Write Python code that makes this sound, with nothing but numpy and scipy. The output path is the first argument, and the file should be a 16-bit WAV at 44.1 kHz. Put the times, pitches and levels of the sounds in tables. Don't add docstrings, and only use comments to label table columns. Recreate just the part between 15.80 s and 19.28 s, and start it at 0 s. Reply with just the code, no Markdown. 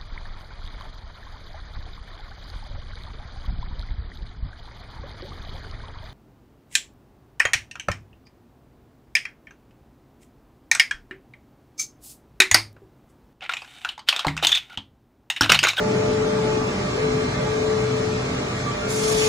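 import sys
import numpy as np
from scipy import signal
from scipy.fft import rfft, irfft, next_fast_len
from scipy.io import wavfile
from scipy.ndimage import uniform_filter1d, map_coordinates

SR = 44100
rng = np.random.default_rng(int(sys.argv[2]) if len(sys.argv) > 2 else 0)


def store_wav(level_fs):
    pcm = np.round(np.clip(np.atleast_2d(level_fs), -1, 1) * 32767)
    wavfile.write(sys.argv[1], SR, pcm.T.astype(np.int16))


N = 153468
SIDES = np.array([[.5], [-.5]])


def amp(db):
    return 10 ** (np.asarray(db) / 20)


def unit(x):
    return x / np.sqrt(np.mean(x ** 2) + 1e-20)


def along(points, hz):
    f, v = np.transpose(points)
    return np.interp(np.log(hz + 1), np.log(f + 1), v)


def curves(rows):
    t, *columns = np.transpose(rows)
    return [np.interp(np.arange(N) / SR, t, c) for c in columns]


def wobble(rate):
    knots = rng.standard_normal(int(N * rate / SR) + 4)
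    return map_coordinates(knots, [np.arange(N) * rate / SR])


def filtered(x, response):
    m = next_fast_len(N + SR // 2)
    return irfft(rfft(x, m) * response(np.fft.rfftfreq(m, 1 / SR)), m)[..., :N]


def rush(spectrum, side, side_db, patches):
    z = signal.stft(rng.standard_normal((2, N)), nperseg=1024)[2]
    field = uniform_filter1d(rng.standard_normal(z.shape), 3, axis=1)
    field = uniform_filter1d(field, 5, axis=2)
    depth_db = along(patches, np.fft.rfftfreq(1024, 1 / SR))[:, None]
    gain = amp(depth_db * np.minimum(unit(field), 1))
    gain /= np.sqrt(np.mean(gain ** 2, axis=2, keepdims=True))
    pair = signal.istft(z * gain, nperseg=1024)[1][:, :N]
    mid, sid = filtered(pair, lambda hz: amp([along(spectrum, hz), along(side, hz)]))
    return unit(mid) + amp(side_db) * unit(sid) * [[1], [-1]]


def tone(hz, db, pan_db, lead, waver_db, rate, drift):
    apart = min((hz / 450) ** 4, 1) / 2

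    def waver():
        return wobble(rate) + apart * np.array([wobble(rate), wobble(rate)])

    phase = 2 * np.pi * (hz * np.arange(N) / SR + rng.random()) + lead * SIDES + drift * waver()
    return np.sqrt(2) * amp(db + pan_db * SIDES + waver_db * waver()) * np.sin(phase)


# f/Hz, relative density/dB per Hz
HALL_MID = [(15, -49.5), (32, -11), (45, -5.5), (76, -9.5), (129, -1), (256, -6), (346, -8), (424, -7),
            (532, -12.5), (604, -12.5), (703, -15), (1080, -17.5), (1160, -15.5), (1260, -17.5),
            (2300, -23.5), (2820, -29.5), (3370, -27.5), (4120, -28), (4920, -29), (6830, -30), (7950, -35),
            (8580, -48), (9250, -38.5), (10500, -103), (13600, -133), (22000, -120)]
HALL_SIDE = [(25, -51), (60, -41), (135, -37.5), (254, -16.5), (430, -5.5), (597, -8), (700, -10),
             (1180, -11), (1750, -22.5), (2270, -11), (3920, -23), (5570, -22.5), (7090, -29), (7800, -27),
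             (11200, -35), (11800, -49.5)]
# f/Hz, depth/dB
HALL_PATCHES = [(1200, 2), (2800, 6), (7000, 5), (9000, 10)]
# t/s, rumble level/dB, deep bass level/dB
RUMBLE_SWELL = [(0, -27.5, -34.5), (.7, -27, -41), (1.2, -30, -31), (1.6, -30, -30.5), (2.2, -32, -38),
                (2.8, -35.5, -34), (3.48, -31.5, -33.5)]
HALL_MID_DB, HALL_SIDE_DB = -28, -32.5


def hall():
    x = rush(HALL_MID, HALL_SIDE, HALL_SIDE_DB - HALL_MID_DB, HALL_PATCHES)
    low = filtered(x, lambda hz: 1 / (1 + (hz / 900) ** 2))
    bass = filtered(low, lambda hz: 1 / (1 + (hz / 130) ** 4))
    hiss, rumble = x - low, low - bass
    rumble_db, bass_db = (c - c.mean() for c in curves(RUMBLE_SWELL))
    return amp(HALL_MID_DB) * (hiss + rumble * amp(0.51 * rumble_db) + bass * amp(0.26 * bass_db))


# f/Hz, level/dB
LOW_HUMS = [(48, -48), (99, -47), (296, -45)]


def low_hums():
    return sum(tone(hz, db, 0, 0, waver_db=2.5, rate=4.86, drift=0.52) for hz, db in LOW_HUMS)


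# f/Hz, level/dB, left over right/dB, left lead/rad
FAINT_WHINES = [(811, -54, 0, 1), (1575, -56, -6, -.6), (1828, -55, -2, 1), (1890, -56, -7, 2),
                (2223, -53, -2, -2), (2404, -54, -2, 2.2), (3365, -56, 0, -1.8), (3607, -60, 1, -1),
                (3774, -59, 4, 1.2), (4200, -59, 3, -.5), (4240, -58, 2, 2.5), (4587, -58, -2, -.6),
                (4651, -61, 4, 1.8), (5254, -61, 2, -1), (5331, -57, 0, 1.2), (5760, -57, -2, -2),
                (6266, -60, -4, -.5), (6975, -60, 0, 0)]
# f/Hz, level/dB, left over right/dB, left lead/rad
CLEAR_WHINE = (4091, -52, -2, .8)
# t/s, level/dB
CLEAR_WHINE_SWELL = [(0, -7), (.92, -7), (1.05, 0), (1.55, -0.5), (1.75, 2.5), (2.3, 3), (2.5, -1),
                     (3.48, -3)]


def whines():
    swell_db, = curves(CLEAR_WHINE_SWELL)
    clear = amp(swell_db) * tone(*CLEAR_WHINE, waver_db=1.8, rate=10, drift=.3)
    return clear + sum(tone(*row, waver_db=2.5, rate=10, drift=.45) for row in FAINT_WHINES)


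# multiple of FAN_HZ, level/dB, left over right/dB, left lead/rad
FAN_ORDERS = [(1, -37.5, 0.071, 0), (2, -39.5, .5, 0)]
FAN_HZ = 126.5


def fan():
    return sum(tone(k * FAN_HZ, *row, waver_db=3.0, rate=5.96, drift=0.44) for k, *row in FAN_ORDERS)


# multiple of its base pitch, level/dB, left over right/dB, left lead/rad
NEAR_ORDERS = [(1, -38, 0, 0), (2, -43, 5, .8), (3, -36, -4.5, -1.8), (4, -54, 5, -1.5), (6, -54, -3, .9),
               (7, -53, 0, .8)]
FAR_ORDERS = [(3, -50, -1, -4), (4, -54.5, -1.5, 3), (5, -43.5, -1.5, -1.4), (7, -51.5, -10, 3),
              (9, -52.5, -3, 5), (10, -55.5, 2.5, 4.5)]
# t/s, near level/dB, far level/dB
SPINDLE_SWELL = [(0, 4.5, -3), (.5, 4, -1.5), (1, -2, 2), (1.5, -3, 4.5), (1.9, -1, 4), (2.4, -2, -3.5),
                 (2.9, -2, 1), (3.48, -3, 5)]
NEAR_HZ, FAR_HZ = 200.0, 233.5


def spindles():
    near_db, far_db = curves(SPINDLE_SWELL)
    near = sum(tone(k * NEAR_HZ, *row, waver_db=2.5, rate=12, drift=0.12) for k, *row in NEAR_ORDERS)
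    far = sum(tone(k * FAR_HZ, *row, waver_db=2.0, rate=16, drift=0.4) for k, *row in FAR_ORDERS)
    return amp(near_db) * near + amp(far_db) * far


# t/s, f/Hz, peak level/dB, left over right/dB
TONE_BLIPS = [(.24, 685, -35.5, 12), (.74, 366, -29, 5), (0.822, 1177, -33.5, -5.5), (1.14, 1634, -39.5, 0),
              (1.19, 496, -29.5, -8), (1.61, 514, -29.5, 8), (1.66, 849, -33, -6), (2.78, 2073, -35, -3),
              (2.88, 1162, -32.5, -16), (3.031, 1397, -37, -13), (3.3, 690, -35, 2),
              (3.299, 1138, -32.5, -8)]
RISE_S, T60_S = .02, 0.23


def blips():
    out, t = np.zeros((2, N + SR)), np.arange(SR // 4) / SR
    shape = (1 - np.exp(-t / RISE_S)) * amp(-60 * t / T60_S)
    shape /= shape.max()
    for peak_s, hz, db, pan_db in TONE_BLIPS:
        turn = rng.normal(0, min(hz / 700, 2), (2, 1))
        ring = shape * np.sin(2 * np.pi * hz * t + turn)
        i = round((peak_s - RISE_S) * SR)
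        out[:, i:i + len(t)] += amp(db + pan_db * SIDES) * ring
    return out[:, :N]


# f/Hz, relative density/dB per Hz
JET_MID = [(880, -35), (1500, -14), (2550, -5), (2810, -11.5), (3300, -3), (5050, -2), (6550, 0.5),
           (7600, -3.5), (8300, -14), (9290, -6.5), (10200, -10.5), (10700, -51.5), (11500, -100)]
JET_SIDE = [(880, -45), (1500, -13), (1790, -17), (2420, -7), (3950, -11), (4710, -10), (7060, -10.5),
            (7810, -7.5), (9010, -8.5), (11200, -5.5), (14600, -30), (22000, -120)]
# f/Hz, depth/dB
JET_PATCHES = [(2000, 3), (7000, 4.5), (9000, 9)]
# t/s, level/dB, gain of its lower part on top of that/dB
JET_FLOW = [(3.065, -60.5, -21), (3.09, -41.5, -21), (3.108, -32.5, -13), (3.15, -35, -6.5),
            (3.2, -31, -2.5), (3.3, -31, -1.5), (3.44, -31, 7), (3.48, -32, 4)]


def jet():
    level_db, lower_db = curves(JET_FLOW)
    x = rush(JET_MID, JET_SIDE, 2.5, JET_PATCHES)
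    low = filtered(x, lambda hz: 1 / (1 + (hz / 4000) ** 4))
    flutter_db = 0.53 * wobble(25) + 1.06 * wobble(120)
    return amp(level_db + flutter_db) * (x - low + amp(lower_db) * low)


# multiple of PUMP_HZ, level/dB, left over right/dB, left lead/rad
PUMP_ORDERS = [(1, -25.5, 8, 0.75), (2, -41, -6, 0.2), (3, -48, 2.5, -0.82)]
# t/s, level/dB
DRONE_SWELL = [(0, -27.5), (.1, -26), (.65, -26), (.85, -30), (1.03, -43.5), (1.25, -26), (1.42, -27.5),
               (1.54, -39), (1.75, -26), (1.9, -25), (2.33, -29), (2.45, -35.5), (2.7, -44.5),
               (2.97, -41.5), (3.1, -32.5), (3.27, -25), (3.48, -23)]
# t/s, level/dB
OVERTONE_SWELL = [(0, 2), (.55, -3), (.7, 6.5), (.8, -0.5), (.96, -7), (1.05, -10.5), (3.1, -13.5),
                  (3.25, -7), (3.48, 1.5)]
PUMP_HZ = 433.4


def pump():
    drone_db, = curves(DRONE_SWELL)
    overtone_db, = curves(OVERTONE_SWELL)
    swells = [drone_db - drone_db.max() + 3.13, overtone_db, 0]
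    out = 0
    for (k, *row), swell_db in zip(PUMP_ORDERS, swells):
        out = out + amp(swell_db) * tone(k * PUMP_HZ, *row, waver_db=0.48 * k, rate=12, drift=.07 * k)
    return out


def scene():
    return hall() + low_hums() + whines() + fan() + spindles() + blips() + jet() + pump()


LOW_HZ, TOP_HZ = 42, 11750


def record(dry):
    return filtered(dry, lambda hz: (hz < TOP_HZ) * hz ** 3 / np.sqrt(hz ** 6 + LOW_HZ ** 6))


dry = scene()
out = record(dry)
store_wav(out)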